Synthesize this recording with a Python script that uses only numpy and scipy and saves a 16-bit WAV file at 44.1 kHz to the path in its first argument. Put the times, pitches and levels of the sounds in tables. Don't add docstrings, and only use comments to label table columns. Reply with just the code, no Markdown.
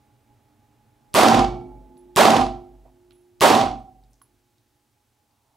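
import sys
import numpy as np
from scipy import signal
from scipy.fft import rfft, irfft
from scipy.io import wavfile

SR = 44100
rng = np.random.default_rng(int(sys.argv[2]) if len(sys.argv) > 2 else 0)


def master_out(mix):
    frames = np.transpose(np.atleast_2d(mix))
    ceiling = np.clip(frames, -1, 1)
    pcm = np.round(ceiling * 32767).astype(np.int16)
    wavfile.write(sys.argv[1], SR, pcm)


def nominal_scale(level):
    x = np.asarray(level, float) / 20
    return 10 ** x


N = 245195
TAIL = int(2.2 * SR)


def sine(hz, t):
    return np.sin(2 * np.pi * hz * t)


def bump(t, centre_s, width_s):
    return np.exp(-((t - centre_s) / width_s) ** 2)


def fade(t, t60):
    return np.exp(-np.log(1000) * t / np.maximum(t60, .003))


def build(t, rise):
    return 1 - np.exp(-(t / rise) ** 3)


def arrive(t, hz):
    return 1 - np.exp(-t * hz / 5.4)


def on_log(hz, table, column):
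    rows = np.array(table, float)
    return np.interp(np.log(np.maximum(hz, 1)), np.log(rows[:, 0]), rows[:, column])


def band(x, hz, octaves):
    f = np.maximum(np.fft.rfftfreq(x.shape[-1], 1 / SR), 1)
    y = irfft(rfft(x) * np.exp(-(np.log2(f / hz) / octaves) ** 2), x.shape[-1])
    return y / np.sqrt(np.mean(y ** 2))


def add(out, s, x):
    i = int(s * SR)
    out[..., i:i + x.shape[-1]] += x[..., :N - i]


# (frequency [Hz], level per band at the blast [dB], t60 [s])
HALL_BANDS = [(45, -18.5, 0.18), (90, -20, 0.8), (150, -14.5, .6), (260, -2, .58), (430, 2, 0.41),
              (700, 8.5, 0.43), (1020, 5, 0.5), (1565, 0.5, 0.39), (2200, -3, 0.44), (3500, -1.5, 0.45),
              (5900, -5.5, 0.44), (9000, -4.5, .36), (12100, -7.5, .31), (14400, -11, 0.5),
              (16000, -12, .22)]
# (delay [s], level over the roar [dB])
WALL_ECHOES = [(.022, 1), (.043, 3.5), (0.065, 2.5), (.087, 6.5), (.121, -0.5), (.138, 7.5), (.152, 1.5),
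               (.2, 7.5), (.247, 7), (.3, 7.5)]
PATCHY_DB, PATCHY_HZ = 2.0, 14.


def hall_air(pattern, fresh, kept, stretch):
    t, out = np.arange(TAIL) / SR, 0
    slaps = 1 + sum((nominal_scale(db) - 1) * bump(t, s, 0.0022) for s, db in WALL_ECHOES)
    flutter = 1 + 0.058 * np.cos(2 * np.pi * 44 * t)
    for hz in 40 * 2 ** np.arange(0, 8.8, .4):
        same = np.clip(kept, 0, 1) ** (1 + hz / 700)
        air = band(same * pattern + np.sqrt(1 - same ** 2) * fresh, hz, 0.26)
        air *= nominal_scale(PATCHY_DB * min(900 / hz, 1) * band(rng.standard_normal(TAIL), PATCHY_HZ, 0.95))
        longest_t60 = .57 * (4000 / hz) ** .45
        t60 = stretch * min(on_log(hz, HALL_BANDS, 2), longest_t60)
        sharp = (slaps * flutter) ** (kept * min(hz / 1800, 1))
        out = out + air * sharp * arrive(t, hz) * nominal_scale(on_log(hz, HALL_BANDS, 1)) * fade(t, t60)
    return out


BOOTH_DB, BOOTH_HZ, BOOTH_T60_S = 15, 1102, 0.043
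WHOOP_DB, WHOOP_HZ, WHOOP_HZ_PER_S = 12.5, 268.6, 9500
WHOOP_PEAK_S, WHOOP_WIDTH_S = .03, .022


def booth_and_whoop(t, kept):
    booth = nominal_scale(BOOTH_DB) * fade(t, BOOTH_T60_S) * sine(BOOTH_HZ, t)
    whoop = sine(WHOOP_HZ + WHOOP_HZ_PER_S * t / 2, t) * bump(t, WHOOP_PEAK_S, WHOOP_WIDTH_S)
    return nominal_scale(WHOOP_DB) * kept * whoop - booth


# (frequency [Hz], t60 [s], level after shot 1, 2, 3 [dB], build-up
# [s])
PANEL_MODES = [(119.7, 0.9, -16, -23, -21.5, .1), (229.4, 0.44, 9.5, 7, 3.5, 0.12),
               (259, 2.3, -35.5, -42.5, -51.5, .1), (255.2, 0.51, 3.5, 5, 0, 0.21),
               (471, 0.44, -2, -4.5, -10.5, 0.037), (528, 0.25, -21.5, -9.5, -12.5, 0.075),
               (639, 0.4, 5.5, 5.5, 6, 0.18), (653, 2.2, -47, -48.5, -60, .1),
               (665, 0.49, 0, 3, -3.5, 0.024), (700, .42, 1, 2, -2.5, 0.047), (744, 0.48, 7, 6, 6, .08),
               (784, 0.47, 12, 12, 11.5, 0.12),
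               (852.2, 2, -35.5, -51.5, -56, .1), (858, 0.26, -6, 2, -4, 0.044),
                (920, 0.31, -10, -1, 1, .04), (997, 0.41, -4, -5, -2.5, .05),
                (1343, 0.55, -15, -20, -25, .06), (2260, 0.62, -23, -36, -40.5, .06),
                (4500, 0.47, -25, -32, -35.5, 0.054)]


def panels(t, shot):
    out = np.zeros(TAIL)
    for hz, t60, *db, rise in PANEL_MODES:
        restless = nominal_scale((1.54 + hz / 900) * band(rng.standard_normal(TAIL), 4.0 + hz / 250, 1.0))
        out += nominal_scale(db[shot]) * restless * build(t, rise) * fade(t, t60) * sine(hz, t)
    return out


# (frequency [Hz], t60 [s], level after shot 1, 2, 3 [dB], build-up [s])
TWIN_MODES = [(47.8, 1.3, -20.5, -23, -25.5, 0.21), (755.5, 0.75, -34.5, -36.5, -13.5, 0.25),
              (356.2, 2.14, -24.5, -27.5, -43, 0.12)]
TWIN_BEAT_HZ = [3.05, 1.9, .735]


def twin_panels(t, shot):
    out = np.zeros(TAIL)
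    for (hz, t60, *db, rise), beat in zip(TWIN_MODES, TWIN_BEAT_HZ):
        pair = sine(hz + beat / 2, t) + .88 * sine(hz - beat / 2, t)
        out += nominal_scale(db[shot]) * build(t, rise) * fade(t, t60) * pair
    return out


def hall(pattern, kept, stretch, linger_db, shot):
    t = np.arange(TAIL) / SR
    fresh = rng.standard_normal((2, TAIL))
    out = hall_air(pattern, fresh, kept, stretch)
    out += nominal_scale(linger_db) * band(fresh, 220., 1.3) * fade(t, 1.5)
    out[0] += booth_and_whoop(t, kept) + panels(t, shot) + twin_panels(t, shot)
    return out


# (time [s], hall level [dB], crack level [dB],
# share of the hall echo pattern kept from the first stance [0-1], lingering rumble level [dB])
BLASTS = [
    (1.1406, 1.5, -15, 0.94, -31),
    (2.1608, -1.5, -12, .93, -39.5),
    (3.4076, -4, -14.5, .55, -41.5),
]
DEAF_S = .0066
DECAY_STRETCH, STRETCH_PER_DB = 0.82, 0.0107


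def shots():
    out, pattern = np.zeros((2, N)), rng.standard_normal((2, TAIL))
    for k, (s, db, _, kept, linger_db) in enumerate(BLASTS):
        out[:, int((s + .001) * SR):] = 0
        stretch = DECAY_STRETCH + STRETCH_PER_DB * db
        add(out, s + DEAF_S, nominal_scale(db) * hall(pattern, kept, stretch, linger_db, k))
    return out


CRACK_S = .0021
HAMMER_DB, HAMMER_HZ, HAMMER_EARLY_S = -47, 4200, .006


def muzzle_cracks():
    out, t = np.zeros((2, N)), np.arange(SR // 2) / SR
    for s, _, db, *_ in BLASTS:
        noise = rng.standard_normal(len(t))
        torn = np.tanh(0.99 * band(noise, 3200.0, .9) + .6 * band(noise, 9000.0, .5))
        torn *= np.minimum(t / .001, 1) ** 2 * (t < CRACK_S)
        late = np.maximum(t - CRACK_S, 0)
        slack = .5 * (t >= CRACK_S) * np.exp(-late / 0.0042) * np.cos(2 * np.pi * 150 * late)
        add(out, s, nominal_scale(db) * (torn + slack) * nominal_scale([[-.5], [.5]]))
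        hammer = band(noise[::-1], HAMMER_HZ, .7) * fade(t, .03)
        add(out, s - HAMMER_EARLY_S, nominal_scale(HAMMER_DB) * hammer)
    return out


# (time [s], peak level [dB], centre [Hz], left minus right [dB])
CASE_KNOCKS = [(1.97, -55, 3970, -10), (1.976, -55, 9000, 7.5), (2.851, -44, 554, -7),
               (2.861, -46, 700, -10), (2.88, -51, 790, -1.5), (2.897, -52.5, 700, -5),
               (3.108, -54, 1300, -11), (3.1085, -49, 3250, -8), (3.1155, -56.5, 3500, -7),
               (3.121, -54, 2780, -9), (3.1295, -56, 9000, 3), (4.037, -58, 3794, 0),
               (4.046, -63, 4200, 0.5), (4.064, -68, 4990, 0), (4.1324, -51, 6470, 4),
               (4.141, -58, 6300, -8.5), (4.156, -63, 6800, -1), (4.2158, -47.5, 1120, -7),
               (4.2165, -63, 2200, -4), (4.2166, -54, 4500, -6), (4.2245, -47, 11000, -0.5),
               (4.392, -68, 5000, 0), (4.5824, -56, 4165, -1), (5.31, -66, 4500, 8)]
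KNOCK_T60_S, KNOCK_T60_SLOPE = 0.034, -0.76
TICK_DB, TICK_T60_S = -7, .008


def case_knocks():
    out, t = np.zeros((2, N)), np.arange(8192) / SR
    for s, db, hz, pan_db in CASE_KNOCKS:
        noise = rng.standard_normal((2, 8192))
        burst = band(noise, hz, 0.46) * np.minimum(t * hz / 0.65, 1)
        t60 = KNOCK_T60_S * (hz / 1000) ** KNOCK_T60_SLOPE
        burst *= fade(t, t60) + 0.1 * fade(t, 0.37)
        burst += (hz > 1000) * nominal_scale(TICK_DB) * band(noise, 2.7 * hz, 1.6) * fade(t, TICK_T60_S)
        pan = nominal_scale(db + np.array([[pan_db], [-pan_db]]) / 2)
        add(out, s, pan * (burst[0] + 0.11 * burst * [[1], [-1]]) / 2)
    return out


# (time [s], level [dB], frequency [Hz], beat [Hz], t60 [s])
CASE_PINGS = [
    (1.977, -58.5, 11000, 57, 0.17),
    (2.311, -43, 10980, 2, 0.44),
    (3.131, -65.5, 11020, 35, 0.41),
    (3.79, -70.5, 8350, 20, .12),
    (4.105, -73, 9000, 15, 0.19),
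    (4.105, -82, 13350, 12, 0.21),
    (4.2165, -50.5, 10960, 45.4, 0.12),
]


def case_pings():
    out, t = np.zeros((2, N)), np.arange(SR // 2) / SR
    for s, db, hz, beat, t60 in CASE_PINGS:
        pair = sine(hz - beat / 2, t) + .7 * sine(hz + beat / 2, t)
        add(out, s, nominal_scale(db) * pair * fade(t, t60) * np.minimum(t / .004, 1) * nominal_scale([[-1.5], [1.5]]))
    return out


RUSTLE_END_S, RUSTLE_DB, RUSTLE_DB_PER_S = 5.536, -74, 28


def sleeve():
    t = np.arange(N) / SR
    rustle = band(rng.standard_normal((2, N)), 850., .5)
    return rustle * nominal_scale(RUSTLE_DB + RUSTLE_DB_PER_S * (t - RUSTLE_END_S))


# (frequency [Hz], level [dB])
MOTOR_LINES = [(48.2, -77), (99.9, -74.5), (121.1, -70.5), (221.1, -75.5), (242.2, -81), (295.6, -75),
               (300, -81), (412, -80.5), (834.7, -71.5)]
# (frequency [Hz], level per Hz [dB])
DUCT_AIR = [(12, -45.5), (20, -13), (54, -9), (118, 1.5), (141, -5), (172, -16.5), (299, -5.5),
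            (349, -13.5), (520, -16.5), (742, -16), (829, -10.5), (990, -20.5), (4000, -33), (5200, -63),
            (8800, -120)]
DUCT_DB = -64.5
FAN_OFF_S, FAN_RUNDOWN_S, FAN_DROP_DB = 2.7, .9, -9
MOTOR_DROP_DB = -3


def ventilation():
    t, f = np.arange(N) / SR, np.fft.rfftfreq(N, 1 / SR)
    air = irfft(rfft(rng.standard_normal((2, N))) * nominal_scale(on_log(f, DUCT_AIR, 1)), N)
    air *= nominal_scale(DUCT_DB) / np.std(air)
    for hz, db in MOTOR_LINES:
        waver = nominal_scale(3.0 * band(rng.standard_normal(N), 5., 1.1))
        line = np.sin(2 * np.pi * (hz * t + rng.random()))
        air[0] += np.sqrt(2) * nominal_scale(db + MOTOR_DROP_DB * (t > FAN_OFF_S)) * waver * line
    fan_db = FAN_DROP_DB * (1 - np.exp(-np.maximum(t - FAN_OFF_S, 0) / FAN_RUNDOWN_S))
    return air * nominal_scale(fan_db)


# (frequency [Hz], likeness [0-1], left lead [rad], left minus right [dB])
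MIC_PORTS = [(30, .995, -.2, -.8), (125, .99, -.5, -1.6), (250, .97, -.5, -2.3), (600, .95, -.65, -4.2),
             (1200, .75, -.45, -4.8), (2500, .74, -.1, -2.8), (5000, .8, .1, -.9), (9000, .93, 0, -.4),
             (14000, .98, 0, -.2)]


def ports(fields):
    f = np.fft.rfftfreq(N, 1 / SR)
    like, lead, pan_db = (on_log(f, MIC_PORTS, column) for column in (1, 2, 3))
    direct, cross = rfft(fields)
    apart = np.sqrt((1 - np.clip(like, 0, 1)) / 2) * cross
    tilt = nominal_scale(pan_db / 2) * np.exp(.5j * lead)
    return irfft([(direct + apart) * tilt, (direct - apart) / tilt], N)


def scene():
    return ports(shots() + sleeve() + ventilation()) + case_knocks() + case_pings()


CEILING, LOPSIDED = 5.6, 0.21
COUPLING_HZ = 120


def input_stage(dry):
    hot = np.tanh(dry / CEILING + LOPSIDED) - np.tanh(LOPSIDED)
    hot *= CEILING * np.cosh(LOPSIDED) ** 2
    coupling = signal.butter(2, COUPLING_HZ, "high", fs=SR, output="sos")
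    return dry + signal.sosfilt(coupling, hot - dry)


LIMIT_DB, RELEASE_DB_PER_S, RELEASE_KNEE_DB = -24, 100, 0.5
FIRST_GRIP_DB, FIRST_GRIP_S = -3.5, 0.022
OVERSHOOT_DB, OVERSHOOT_S, OVERSHOOT_WIDTH_S = 2, .27, .07


def limiter_gain():
    gain_db, t = np.zeros(N), np.arange(SR // 2) / SR
    for s, hall_db, *_ in BLASTS:
        swing_db = OVERSHOOT_DB * bump(t, OVERSHOOT_S, OVERSHOOT_WIDTH_S)
        grip_db = FIRST_GRIP_DB * np.exp(-t / FIRST_GRIP_S)
        climb_db = LIMIT_DB - hall_db + RELEASE_DB_PER_S * t + grip_db
        add(gain_db, s, swing_db - RELEASE_KNEE_DB * np.logaddexp(0, -climb_db / RELEASE_KNEE_DB))
    return nominal_scale(gain_db)


HISS_DB, HISS_SIDE = -71, 0.33


def amplifier_hiss():
    noise = rng.standard_normal((2, N))
    hiss = nominal_scale(HISS_DB) * (noise[0] + HISS_SIDE * noise[1] * np.array([[1], [-1]]))
    return signal.lfilter([.7], [1, -.3], hiss)


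TOP_HZ = 15800
SINK_FROM_S, SINK_TO_S, SINK_HZ_PER_S = .16, .34, 24000


def treble_dropouts(x):
    f, t, z = signal.stft(x, SR, nperseg=2048)
    top_hz = np.full(len(t), 1. * TOP_HZ)
    for s, *_ in BLASTS:
        top_hz -= SINK_HZ_PER_S * np.maximum(t - s - SINK_FROM_S, 0) * (t < s + SINK_TO_S)
    low = top_hz < 15300
    top_hz += low * 690 * rng.integers(-1, 2, len(t))
    return signal.istft(z * (f[:, None] < top_hz), SR, nperseg=2048)[1][:, :N]


def band_limit(x):
    return signal.sosfilt(signal.butter(12, 16970, fs=SR, output="sos"), x)


def record(dry):
    limited = input_stage(dry) * limiter_gain()
    heard = treble_dropouts(limited + amplifier_hiss()) + muzzle_cracks()
    mix = np.clip(heard, -1, 1)
    return band_limit(mix)


dry = scene()
out = record(dry)
master_out(out)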